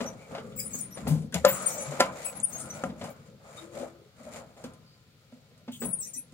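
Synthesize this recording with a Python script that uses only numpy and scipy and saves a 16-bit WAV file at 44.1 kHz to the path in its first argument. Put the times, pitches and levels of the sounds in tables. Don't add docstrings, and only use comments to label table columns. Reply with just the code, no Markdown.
import sys
import numpy as np
from scipy import signal
from scipy.fft import rfft, irfft, next_fast_len
from scipy.io import wavfile

SR = 44100
rng = np.random.default_rng(int(sys.argv[2]) if len(sys.argv) > 2 else 0)


def store_wav(level_fs):
    pcm = np.round(np.clip(np.atleast_2d(level_fs), -1, 1) * 32767)
    wavfile.write(sys.argv[1], SR, pcm.T.astype(np.int16))


def ratio_of_db(decibels):
    return 10 ** (np.asarray(decibels, float) / 20)


N = 279153
T = np.arange(N) / SR

# (frequency [Hz], density [dB per Hz])
ROOM_SPECTRUM = [(15, -63), (30, -25.5), (60, -0.5), (130, 10), (249, -11.5), (344, -8.5), (560, -17),
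                 (988, -25), (1400, -8.5), (1520, -15), (4490, -13), (9000, -30.5), (16000, -28)]
ROOM_DB = -60
# (frequency [Hz], density [dB per Hz])
BOOM_SPECTRUM = [(15, -69.5), (25, -44), (64, -10), (97, -9.5), (150, -9), (369, -25), (420, -14),
                 (550, -27), (920, -120)]
# (frequency [Hz], density [dB per Hz])
RUSTLE_SPECTRUM = [(160, -25), (280, -15), (379, -15), (549, -12.5), (885, -6), (1250, -15), (1530, -15),
                   (4500, -32), (5850, -75), (9900, -120)]
# (frequency [Hz], density [dB per Hz])
HISS_SPECTRUM = [(1180, -16), (2000, 2.5), (2280, -1), (2620, -5), (4230, -4.5), (5780, -7.5), (6530, -8),
                 (7250, -5.5), (8800, -12), (11200, -16), (15100, -22), (16000, -30.5)]
# (frequency [Hz], correlation [-1 to 1])
LIKENESS = [(60, 0.82), (200, 0.96), (600, 0.65), (1600, 0.14), (5000, 0.052), (15000, 0.099)]
# (frequency [Hz], left minus right [dB])
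LEAN = [(60, 5), (180, 2.5), (550, 2), (1650, 1), (4970, 0), (15000, 14.5)]
RIGHT_LAG_S = .00011

# (time [s], held [s], effort [dB], weight on the box [dB], claws out [dB])
BOUTS = [(0.016, 0.03, -36, 1, -18.5), (.14, 0.22, -53.5, 0, -15), (0.33, 0.031, -41.5, 1.5, -19.5),
         (.44, 0.2, -56.5, 16.5, -15), (.66, 0.25, -54.5, 7.5, -11), (.98, 0.027, -43.5, 4, -14),
         (1.073, 0.038, -38.5, 10, -20), (1.346, 0.0039, -51, 17, 4.5), (1.52, .45, -37, -4.5, -17),
         (2.019, 0.038, -27.5, -8.5, -27), (2.171, 0.11, -40, -7, -15.5), (2.33, 0.05, -45, -1.5, -15),
         (2.523, 0.34, -44.5, -1, -17.5), (2.76, 0.04, -54, -7, -5.5), (2.86, 0.015, -40, 5.5, -48),
         (3.022, 0.074, -42.5, 0, -19.5), (3.16, .12, -57.5, 10, -15.5), (3.461, 0.13, -49, -4.5, -19),
         (3.566, 0.072, -47.5, -1.5, -16), (3.761, 0.078, -43, -1.5, -16), (4.198, 0.077, -53, 4.5, -17),
         (4.27, .02, -48, 1, -19.5), (4.33, 0.059, -45.5, -2.5, -15), (4.45, 0.076, -59, 6.5, -18.5),
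         (4.58, .04, -50.5, -5, -18), (4.645, 0.025, -46, 6.5, -24), (5.329, 0.014, -64.5, -5, -11),
         (5.855, 0.038, -44, 5.5, -36.5), (5.98, 0.31, -70, 10, -8)]
BUILD_DB_PER_S, SUDDEN_S = 159, 0.05
BOOM_FADE_DB_PER_S, RUSTLE_FADE_DB_PER_S, HISS_FADE_DB_PER_S = 89, 128, 228
REST_DB = [-59.5, -66.5, -82]
# (frequency [Hz], width [Hz], level [dB])
BODY_RINGS = [(156, 1.3, -2), (221.5, 85.4, 5), (330, 3.4, 3.5), (537.5, 77, 7.5), (629, 25, 2),
              (1025, 14, 1), (1240, 127, 3), (1374, 19, -0.5), (2300, 34, 3)]
# (frequency [Hz], width [Hz], level [dB])
STEEL_SHEEN = [(2300, 200, -5.5), (6600, 300, -4), (7150, 350, 2.5), (8600, 600, -2.5), (9370, 300, 0.5)]

# (time [s], length [s], frequency [Hz], width [Hz], level [dB])
RUBS = [(0.573, 0.04, 2280, 300, -52.5), (1.501, 0.19, 1215, 290, -48), (1.759, 0.068, 564, 86, -46.5),
        (2.247, 0.042, 2490, 280, -49.5), (2.524, 0.39, 1346, 180, -55.5), (3.502, 0.56, 330, 27.8, -55),
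        (2.9, 0.095, 565, 190, -59), (3.62, 0.17, 522, 56, -54.5), (3.738, 0.15, 538, 193, -42),
        (3.741, 0.035, 2250, 170, -66), (3.565, 0.021, 1240, 120, -56), (3.07, 0.041, 600, 160, -48.5),
        (4.19, 0.035, 627, 90, -57.5), (4.244, 0.037, 617, 90, -47.5), (4.569, 0.059, 620, 140, -55),
        (4.83, 0.14, 4630, 650, -69.5), (5.71, 0.053, 3200, 740, -53), (5.823, 0.073, 2590, 300, -76),
        (6.142, 0.052, 256, 40, -55.5), (.16, 0.13, 2280, 250, -62.5), (0.651, 0.24, 2350, 160, -68.5),
        (3.951, 0.14, 380, 250, -63.5), (5.997, 0.19, 640, 530, -76.5), (6.056, 0.035, 2490, 250, -63.5),
        (6.157, 0.04, 2506, 168, -64), (5.498, 0.022, 480, 100, -64), (5.598, 0.025, 540, 120, -70)]
# (time [s], peak [dB], t60 [s], low edge [Hz], high edge [Hz])
SCRATCHES = [(1.076, -35, 0.17, 8900, 15500), (2.4, -17, 0.01, 6300, 8800), (3.1, -44, .08, 10500, 19000),
             (2.997, -58, 0.12, 4100, 7000), (2.6, -35, 0.14, 5000, 9000), (2.5, -43, .2, 11500, 17000),
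             (5.83, -50, 0.22, 12400, 13600), (2.53, -44, .1, 12400, 15000), (.01, -44, .1, 2500, 7600),
             (2.48, -48, .04, 14500, 15800), (6.145, -42, .12, 10500, 13000),
             (6.045, -48, .12, 10800, 12500), (5.68, -37, 0.077, 740, 1600), (5.82, -54, .12, 3800, 6000),
             (5.72, -54, .12, 3500, 6000), (0.52, -46, .1, 2300, 4200), (1.33, -41, .06, 1800, 4000),
             (1.36, -41.5, 0.054, 1500, 3500)]
# (time [s], peak [dB], t60 [s])
TICKS = [(1.074, -23, 0.45), (1.2211, -37, 0.062), (1.324, -26, 0.043), (1.3426, -4, 0.031),
         (1.344, -26, 0.072), (1.359, -36, 0.04), (2.001, -3, 0.032), (2.444, -24, .03),
         (2.455, -29, 0.027), (3.039, -25.5, 0.13), (3.568, -33, .14), (3.786, -32, 0.2),
         (4.639, -27.5, 0.079), (4.7351, -36, 0.056), (5.5766, -43.5, 0.081), (5.716, -36.5, 0.26),
         (6.322, -40, 0.058), (.01, -27, 0.074), (0.348, -40, .04), (.38, -40, .04), (.4, -37, .03),
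         (5.321, -50, .06)]
# (time [s], peak [dB], knock
# [Hz], thud [dB])
KNOCKS = [(0.004, -21.5, 553, -36.5), (0.347, -23.5, 676, -58), (0.379, -26, 560, -59),
          (0.743, -33, 460, -44), (0.971, -29.5, 590, -51), (1.068, -24, 635, -35.5),
          (1.323, -32, 1520, -46.5), (1.341, -25, 750, -60), (1.358, -22.5, 710, -62),
          (1.918, -25.5, 490, -51), (1.995, -16, 570, -42), (3.011, -27.5, 580, -47.5),
          (3.041, -30, 596, -51), (1.465, -22.5, 1300, -60), (1.497, -26.5, 1240, -60),
          (2.896, -35.5, 560, -55), (3.745, -39, 557, -58), (3.795, -36, 528, -44), (3.815, -35, 530, -48),
          (4.194, -47, 614, -59), (4.251, -46, 620, -56), (4.341, -35.5, 637, -66), (4.566, -43, 624, -65),
          (.309, -39, 750, -70), (.4, -40, 560, -66), (2.393, -39.5, 660, -60), (2.547, -33.5, 624, -70),
          (6.322, -51, 497, -46), (4.639, -28.5, 487, -43.5), (5.321, -43, 565, -50.5),
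          (5.511, -51, 470, -64.5), (5.678, -33, 570, -38), (5.818, -23.5, 510, -41.5),
          (5.835, -26, 513, -46)]
THUD_HZ, THUD_PEAK_S, REBOUND_S, REBOUND_DB = 242, .013, .04, -12.5

# (time [s], rise [s], frequency [Hz], level [dB], t60 [s])
SWELLS = [
    (1.076, 0.011, 184.5, -26.5, 0.16),
    (1.097, 0.03, 156, -18, 0.29),
    (1.341, 0.016, 175.8, -26, 0.14),
    (1.348, 0.021, 76, -40, 0.55),
    (1.513, 0.017, 135.6, -37, 0.12),
    (1.86, 0.04, 145, -34.5, 0.19),
]
# (time [s], peak [dB], crack [dB], clatter [dB], clatter t60 [s])
BUMPS = [
    (1.4497, -7.5, -8.5, -25.5, 0.27),
    (2.0055, -13.5, -8, -21.5, 0.14),
    (2.838, -29, -30.5, -32, 0.039),
]
LEAD_IN_S = [0.0019, 0.0035, 0.001]
SNAPS_DB = [-22, -10, -34]
BOWL_HZ = [190, 250, 435, 536, 577, 730, 850, 1010, 1235, 1370, 1750]
# (t60 [s], level in first, second, third bump [dB])
BOWL_MODES = [(0.6, -27.5, -27.5, -13), (0.11, -27, -23, -3), (0.05, -38, -15, -22), (0.15, -4, -9, -2),
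              (0.14, -5.5, -13, -10), (0.097, -20, -10, -2), (0.12, -23, -24, -17), (0.24, -25.5, -13, -24),
              (0.071, -14.5, -18.5, -6), (0.046, -13.5, -9, -1.5), (0.016, -14.5, -13.5, -15)]
# (time [s], left minus right [dB])
PLACE = [(0, 5), (.5, 1.5), (1.1, 5), (1.45, 4), (1.9, 5), (2.0, 0), (2.3, 0), (2.84, 2), (3.8, 4.5),
         (4.6, 0.5), (5.7, -0.5), (6.3, -0.5)]

# (time [s], length [s], pitch [Hz], 3rd harmonic [dB], 4th harmonic [dB])
CLEAR_SQUEAKS = [(0.571, 0.054, 2610, -45, -44), (0.585, 0.025, 2440, -37, -40),
                 (0.644, 0.028, 2356, -71, -35.5), (0.937, 0.024, 2300, -81, -38.5),
                 (1.45, 0.025, 2495, -35, -65), (1.479, 0.021, 2420, -28.5, -54),
                 (0.637, 0.09, 2585, -62, -48), (5.94, .05, 2660, -70, -48),
                 (1.504, 0.07, 2614, -45, -33.5), (1.558, .09, 2670, -42, -60),
                 (1.612, 0.024, 2616, -55, -39), (1.658, 0.016, 2208, -26, -24.5),
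                 (1.79, 0.022, 2053, -36, -57), (1.804, 0.03, 2636, -53, -29),
                 (2.254, 0.017, 2640, -25, -64), (2.242, 0.026, 2602, -58, -27.5),
                 (2.276, 0.034, 2620, -53, -36), (2.349, 0.028, 2630, -64, -33),
                 (2.392, 0.045, 2630, -67, -53), (2.428, 0.026, 2380, -76, -22.5),
                 (2.465, 0.025, 2375, -79, -42), (2.523, 0.045, 2160, -34.5, -47),
                 (2.594, 0.015, 2326, -63, -29), (2.738, 0.046, 2620, -55, -46.5),
                 (2.576, .008, 2215, -72.5, -41), (0.845, 0.012, 2285, -70, -36.5),
                 (6.073, .012, 2197, -60, -37.5), (3.571, 0.027, 1238, -47, -85),
                 (5.797, 0.052, 2617, -33, -48), (5.846, 0.062, 2600, -47, -27.5),
                 (5.925, 0.022, 2375, -77, -29), (5.984, 0.025, 2157, -68, -27.5),
                 (6.063, .015, 2230, -58, -38), (6.173, 0.03, 2652, -62.5, -36.5),
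                 (2.588, 0.016, 2310, -46, -60), (2.7, .03, 2064, -43, -70)]
# (time [s], length [s], pitch [Hz], 3rd harmonic [dB], 4th harmonic [dB])
ROUGH_SQUEAKS = [(0.057, 0.012, 2023, -27.5, -84), (0.593, 0.0084, 1703, -28, -77),
                 (0.7, 0.14, 2600, -42, -68.5), (0.761, 0.035, 2130, -65, -42),
                 (1.73, 0.042, 2550, -44, -70), (2.459, 0.034, 2150, -67, -41.5),
                 (2.48, 0.029, 2652, -45, -73), (0.559, 0.039, 2575, -33.5, -57),
                 (.651, 0.042, 2570, -69, -38.5), (.73, 0.024, 2230, -31, -69),
                 (0.803, 0.035, 2340, -68, -28), (0.905, 0.025, 1967, -38.5, -73),
                 (1.505, 0.048, 2590, -34, -54.5), (1.686, 0.044, 1945, -30.5, -68),
                 (2.51, 0.045, 1930, -42, -57), (2.625, 0.035, 2360, -62, -46),
                 (2.697, 0.014, 2040, -30.5, -76), (5.999, 0.028, 2610, -36, -55),
                 (6.021, 0.047, 1950, -35.5, -58), (6.072, 0.029, 2300, -51.5, -36),
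                 (6.138, 0.036, 2000, -37, -68.5), (6.01, 0.045, 2170, -41, -60),
                 (6.158, 0.03, 2265, -53, -36.5)]
# (frequency [Hz], level [dB])
SIXTH = [(11000, -8), (11800, -11.5), (13000, -29.5), (14500, 5.5), (15800, -8.5)]
# (time [s], length [s], mouth resonance [Hz], mouth [dB], top [dB])
RASPS = [(0.576, 0.027, 8080, -39, -41.5), (0.621, 0.068, 9500, -48.5, -68), (0.73, 0.076, 7530, -38, -42),
         (1.526, 0.051, 8000, -39, -61), (1.67, 0.096, 7430, -35.5, -41), (2.252, 0.07, 8030, -67, -59),
         (2.477, 0.055, 8240, -54, -71), (2.526, 0.041, 11350, -61, -54), (1.561, 0.12, 7880, -40, -69),
         (1.77, 0.22, 7550, -37.5, -58.5), (2.573, 0.136, 8600, -46, -61.5),
         (5.716, 0.13, 8200, -53.5, -56), (5.816, 0.045, 7840, -48, -59.5), (5.928, 0.023, 9000, -54, -70),
         (6.014, 0.066, 7350, -42.5, -54), (6.129, 0.05, 7400, -49, -58)]
# (frequency [Hz], width [Hz], depth [0 to 1])
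PORT_DIPS = [
    (5700, 1500, 1),
    (9560, 950, 1),
]


def rms_one(x):
    return x / np.sqrt(np.mean(x ** 2) + 1e-20)


def at_hz(points, hz):
    known_hz, values = np.transpose(points)
    return np.interp(np.log(hz), np.log(known_hz), values)


def band(x, low_hz, high_hz):
    edges = [low_hz, min(high_hz, .45 * SR)]
    return signal.sosfilt(signal.butter(2, edges, "band", fs=SR, output="sos"), x)


def resonate(x, hz, width_hz):
    r = np.exp(-np.pi * width_hz / SR)
    zeros = np.array([1, 0, -1]) * (1 - r * r) / 2
    return signal.lfilter(zeros, [1, -2 * r * np.cos(2 * np.pi * hz / SR), r * r], x)


def drift(rate, size=N):
    steps = rng.standard_normal(int(N * 40 / SR) + 400)
    return np.interp(np.arange(size) * rate / SR, np.arange(len(steps)), steps)


def add(out, x, s):
    i = round(s * SR)
    out[..., i:i + x.shape[-1]] += x[..., :N - i]


def dying(t, t60):
    return ratio_of_db(-60 * t / t60)


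def spread(spectrum, grains_per_s=0., grain_db=0., share=0.):
    white = rng.standard_normal((2, N))
    sizes = ratio_of_db(grain_db * np.minimum(rng.exponential(1, N), 4)) * rng.choice([-1, 1], N)
    hits = sizes ** 2 * (rng.random(N) < grains_per_s / SR)
    contacts = rms_one(signal.lfilter([1], [1, -.97], hits) ** .5)
    size = next_fast_len(N)
    hz = np.maximum(np.arange(size // 2 + 1) * SR / size, 1)
    mid, side = rfft(white * (1 + share * contacts), size) * ratio_of_db(at_hz(spectrum, hz))
    alike, lean = at_hz(LIKENESS, hz), ratio_of_db(at_hz(LEAN, hz) / 2)
    pair = np.sqrt(1 + alike) * mid + np.sqrt(1 - alike) * side * [[1], [-1]]
    late = np.exp(-2j * np.pi * hz * RIGHT_LAG_S)
    return rms_one(irfft(pair * [lean, late / lean], size)[:, :N])


def room_floor():
    return ratio_of_db(ROOM_DB) * spread(ROOM_SPECTRUM)


def box_echo(x, t60, wet_db, shared):
    t = T[:SR // 3]
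    own, common = rng.standard_normal((2, len(t))), rng.standard_normal(len(t))
    tail = (own + shared * common) * dying(t, t60) * (t > .004)
    tail = tail / np.sqrt((tail ** 2).sum(axis=1, keepdims=True))
    return ratio_of_db(wet_db) * signal.fftconvolve(x[None], tail, axes=1)[:, :N]


def stirring(extra_db, fade_db_per_s, rest_db):
    s, held, effort_db = np.transpose(BOUTS)[:3, :, None]
    t = T[::32]
    build = BUILD_DB_PER_S * (1 + SUDDEN_S / np.maximum(held, .005))
    loss = build * np.maximum(s - t, 0) + fade_db_per_s * np.maximum(t - s - held, 0)
    bouts = ratio_of_db(2 * (effort_db + extra_db[:, None] - loss))
    return np.interp(T, t, np.sqrt(ratio_of_db(2 * rest_db) + bouts.sum(axis=0)))


def scrabbling():
    *_, weight_db, claws_db = np.transpose(BOUTS)
    boom = stirring(weight_db, BOOM_FADE_DB_PER_S, REST_DB[0])
    boom = boom * ratio_of_db(-3.5 + 2.0 * drift(25)) * spread(BOOM_SPECTRUM)
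    rustle = stirring(0 * weight_db, RUSTLE_FADE_DB_PER_S, REST_DB[1])
    rustle = rustle * ratio_of_db(1.5 * drift(30)) * spread(RUSTLE_SPECTRUM, 400., 2., .25)
    body = boom + ratio_of_db(-2.5) * rustle
    rings = sum(ratio_of_db(db + 4 * drift(5)) * resonate(body, hz, w) for hz, w, db in BODY_RINGS)
    hiss = stirring(claws_db, HISS_FADE_DB_PER_S, REST_DB[2])
    hiss = hiss * ratio_of_db(1.5 * drift(20)) * spread(HISS_SPECTRUM, 350., 3., .6)
    sheen = sum(ratio_of_db(db + 3 * drift(9.4)) * resonate(hiss, hz, w) for hz, w, db in STEEL_SHEEN)
    return ratio_of_db(-11.5) * body + ratio_of_db(-1.0) * rings + ratio_of_db(8.5) * (0.77 * hiss + sheen)


def rubs():
    out = np.zeros(N)
    for s, length, hz, width_hz, db in RUBS:
        size = round(length * SR) + 800
        sung = resonate(resonate(rng.standard_normal(size), hz, width_hz), hz, width_hz)
        add(out, ratio_of_db(db) * rms_one(sung) * signal.windows.tukey(size, .6), s)
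    return out


def scratches():
    out, t = np.zeros(N), T[:SR // 5]
    for s, db, t60, low_hz, high_hz in SCRATCHES:
        slip = rng.standard_normal(len(t)) * dying(t, t60) * np.minimum(t / .0012, 1)
        add(out, ratio_of_db(db) * band(band(slip, low_hz, high_hz), low_hz, high_hz), s)
    return out


def claw_ticks():
    out, t = np.zeros(N), T[:SR // 5]
    for s, db, t60 in TICKS:
        blow = rng.standard_normal(len(t)) * dying(t, t60)
        add(out, ratio_of_db(db - 18.0) * band(blow, 2100.0, 10500.0), s)
    return out


def soft_knocks():
    out, t = np.zeros(N), T[:SR // 5]
    rise, again = t / THUD_PEAK_S, np.maximum(t - REBOUND_S, 0) / THUD_PEAK_S
    press = (rise * np.exp(1 - rise)) ** 2 - ratio_of_db(REBOUND_DB) * again * np.exp(1 - again)
    thud = np.sin(2 * np.pi * THUD_HZ * t) * press
    for s, db, hz, thud_db in KNOCKS:
        rough = rng.standard_normal(len(t)) * dying(t, 0.097) * np.minimum(t / 0.003, 1)
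        push = rough + 1.5 * np.minimum(t / .001, 1) * dying(t, 0.006)
        knock = resonate(push, hz, 140.0) + 0.079 * band(push, 300., 6100.0)
        knock = band(knock, 58.0, 3900.0)
        add(out, ratio_of_db(db - 5.0) * knock / np.abs(knock).max() + ratio_of_db(thud_db + 4.5) * thud, s)
    return out


def wall_swells():
    out, t = np.zeros(N), T[:SR // 2]
    for s, rise, hz, db, t60 in SWELLS:
        swell = np.sin(np.pi / 2 * np.minimum(t / rise, 1)) ** 2
        fade = dying(np.maximum(t - rise, 0), t60)
        add(out, ratio_of_db(db) * np.sin(2 * np.pi * hz * t) * swell * fade, s)
    return out


def bowl_bumps():
    out, since = np.zeros(N), T[:SR // 2] - .02
    late = np.maximum(since, 0)
    phases = rng.uniform(-.7, .7, (len(BUMPS), len(BOWL_MODES)))
    for k, (s, db, crack_db, clatter_db, t60) in enumerate(BUMPS):
        noise = rng.standard_normal(len(since))
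        swell = np.exp(np.minimum(since, 0) / LEAD_IN_S[k])
        rings = 0
        for hz, mode, phase in zip(BOWL_HZ, BOWL_MODES, phases[k]):
            ring = ratio_of_db(mode[1 + k]) * np.cos(2 * np.pi * hz * since + phase) * dying(late, mode[0])
            flutter_db = 4.9 * (hz > 600) * np.minimum(late / 0.014, 1)
            rings = rings + ring * ratio_of_db(flutter_db * drift(70., size=len(since)))
        crack = band(noise * (since > 0) * dying(late, 0.024), 3500.0, 7400.0)
        clatter = band(noise * swell * dying(late, t60), 130.0, 2400.0)
        snap = band(np.exp(-(since / 0.0001) ** 2), 120., 4000.)
        blow = ratio_of_db(SNAPS_DB[k] + 3) * snap + ratio_of_db(db) * swell * rings
        add(out, blow + ratio_of_db(crack_db) * crack + ratio_of_db(clatter_db + 8) * clatter, s - .02)
    return out


def breath_shape(t, length):
    held = dying(np.minimum(t, length), 0.56)
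    return np.minimum(t / 0.009, 1) * dying(np.maximum(t - length, 0), 0.054) * held


def squeak(row, jitter, scoop):
    _, length, hz, third_db, fourth_db = row
    sixth_db = third_db + at_hz(SIXTH, hz * 6)
    t = T[:SR // 5]
    waver = 1 + 0.0034 * drift(60., size=len(t)) + jitter * drift(840.0, size=len(t))
    waver = waver - scoop * np.exp(-t / 0.012)
    phase = 2 * np.pi * np.cumsum(hz * waver) / SR
    fifth_db = max(fourth_db, sixth_db) - 37.5
    levels_db = [third_db - 28.0, third_db - 26.0, third_db, fourth_db, fifth_db, sixth_db]
    voice = 0
    for k, db in enumerate(levels_db, 1):
        flutter_db = 5.2 * drift(90., size=len(t)) + 1.4 * drift(300., size=len(t))
        voice = voice + ratio_of_db(db - 5.0 + flutter_db) * np.sin(k * phase)
    return voice * breath_shape(t, length)


def rasp(length, hz, db, top_db):
    t = T[:SR // 5]
    noise = rng.standard_normal(len(t)) * ratio_of_db(4.6 * drift(150., size=len(t)))
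    mouth = band(band(noise, hz * 0.74, hz * 1.22), hz * 0.74, hz * 1.22)
    mouth = mouth + 1.3 * sum(resonate(mouth, hz * f, 120.) for f in rng.uniform(.75, 1.2, 4))
    top = band(band(noise, 11990.0, 17500.), 12040.0, 17500.)
    return (ratio_of_db(db + 4.0) * mouth + ratio_of_db(top_db + 2.5) * top) * breath_shape(t, length)


def rat():
    out = np.zeros(N)
    for row in CLEAR_SQUEAKS:
        add(out, squeak(row, jitter=.005, scoop=.008), row[0])
    for row in ROUGH_SQUEAKS:
        add(out, squeak(row, jitter=.013, scoop=.035), row[0])
    for s, *settings in RASPS:
        add(out, rasp(*settings), s)
    return out


def ports(x):
    left, right = [x - depth * resonate(x, hz, w) for hz, w, depth in PORT_DIPS]
    return np.array([ratio_of_db(7.0) * left, ratio_of_db(-5.0) * np.roll(right, 3)])


def scene():
    small = soft_knocks() + claw_ticks() + rubs() + scratches()
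    bowl, voice = bowl_bumps() + wall_swells(), rat()
    blows = small + bowl
    lean = ratio_of_db(np.interp(T, *np.transpose(PLACE)) / 2)
    right_blows = np.roll(blows, round(RIGHT_LAG_S * SR))
    near = ports(voice) + np.array([ratio_of_db(3.5) * lean * blows, ratio_of_db(2.5) / lean * right_blows])
    echo = box_echo(small + ratio_of_db(-6.0) * bowl, 0.13, -5.0, 1.2) + box_echo(voice, 0.14, -1.5, 0.27)
    return room_floor() + scrabbling() + echo + near


def band_limit(x):
    return signal.sosfilt(signal.butter(12, 16000, fs=SR, output="sos"), x)


def record(dry):
    top_cut = signal.ellip(10, .5, 60, 15850, fs=SR, output="sos")
    mix = signal.sosfilt(top_cut, 1.323 * np.tanh(dry / 1.483))
    return band_limit(mix)


dry = scene()
out = record(dry)
store_wav(out)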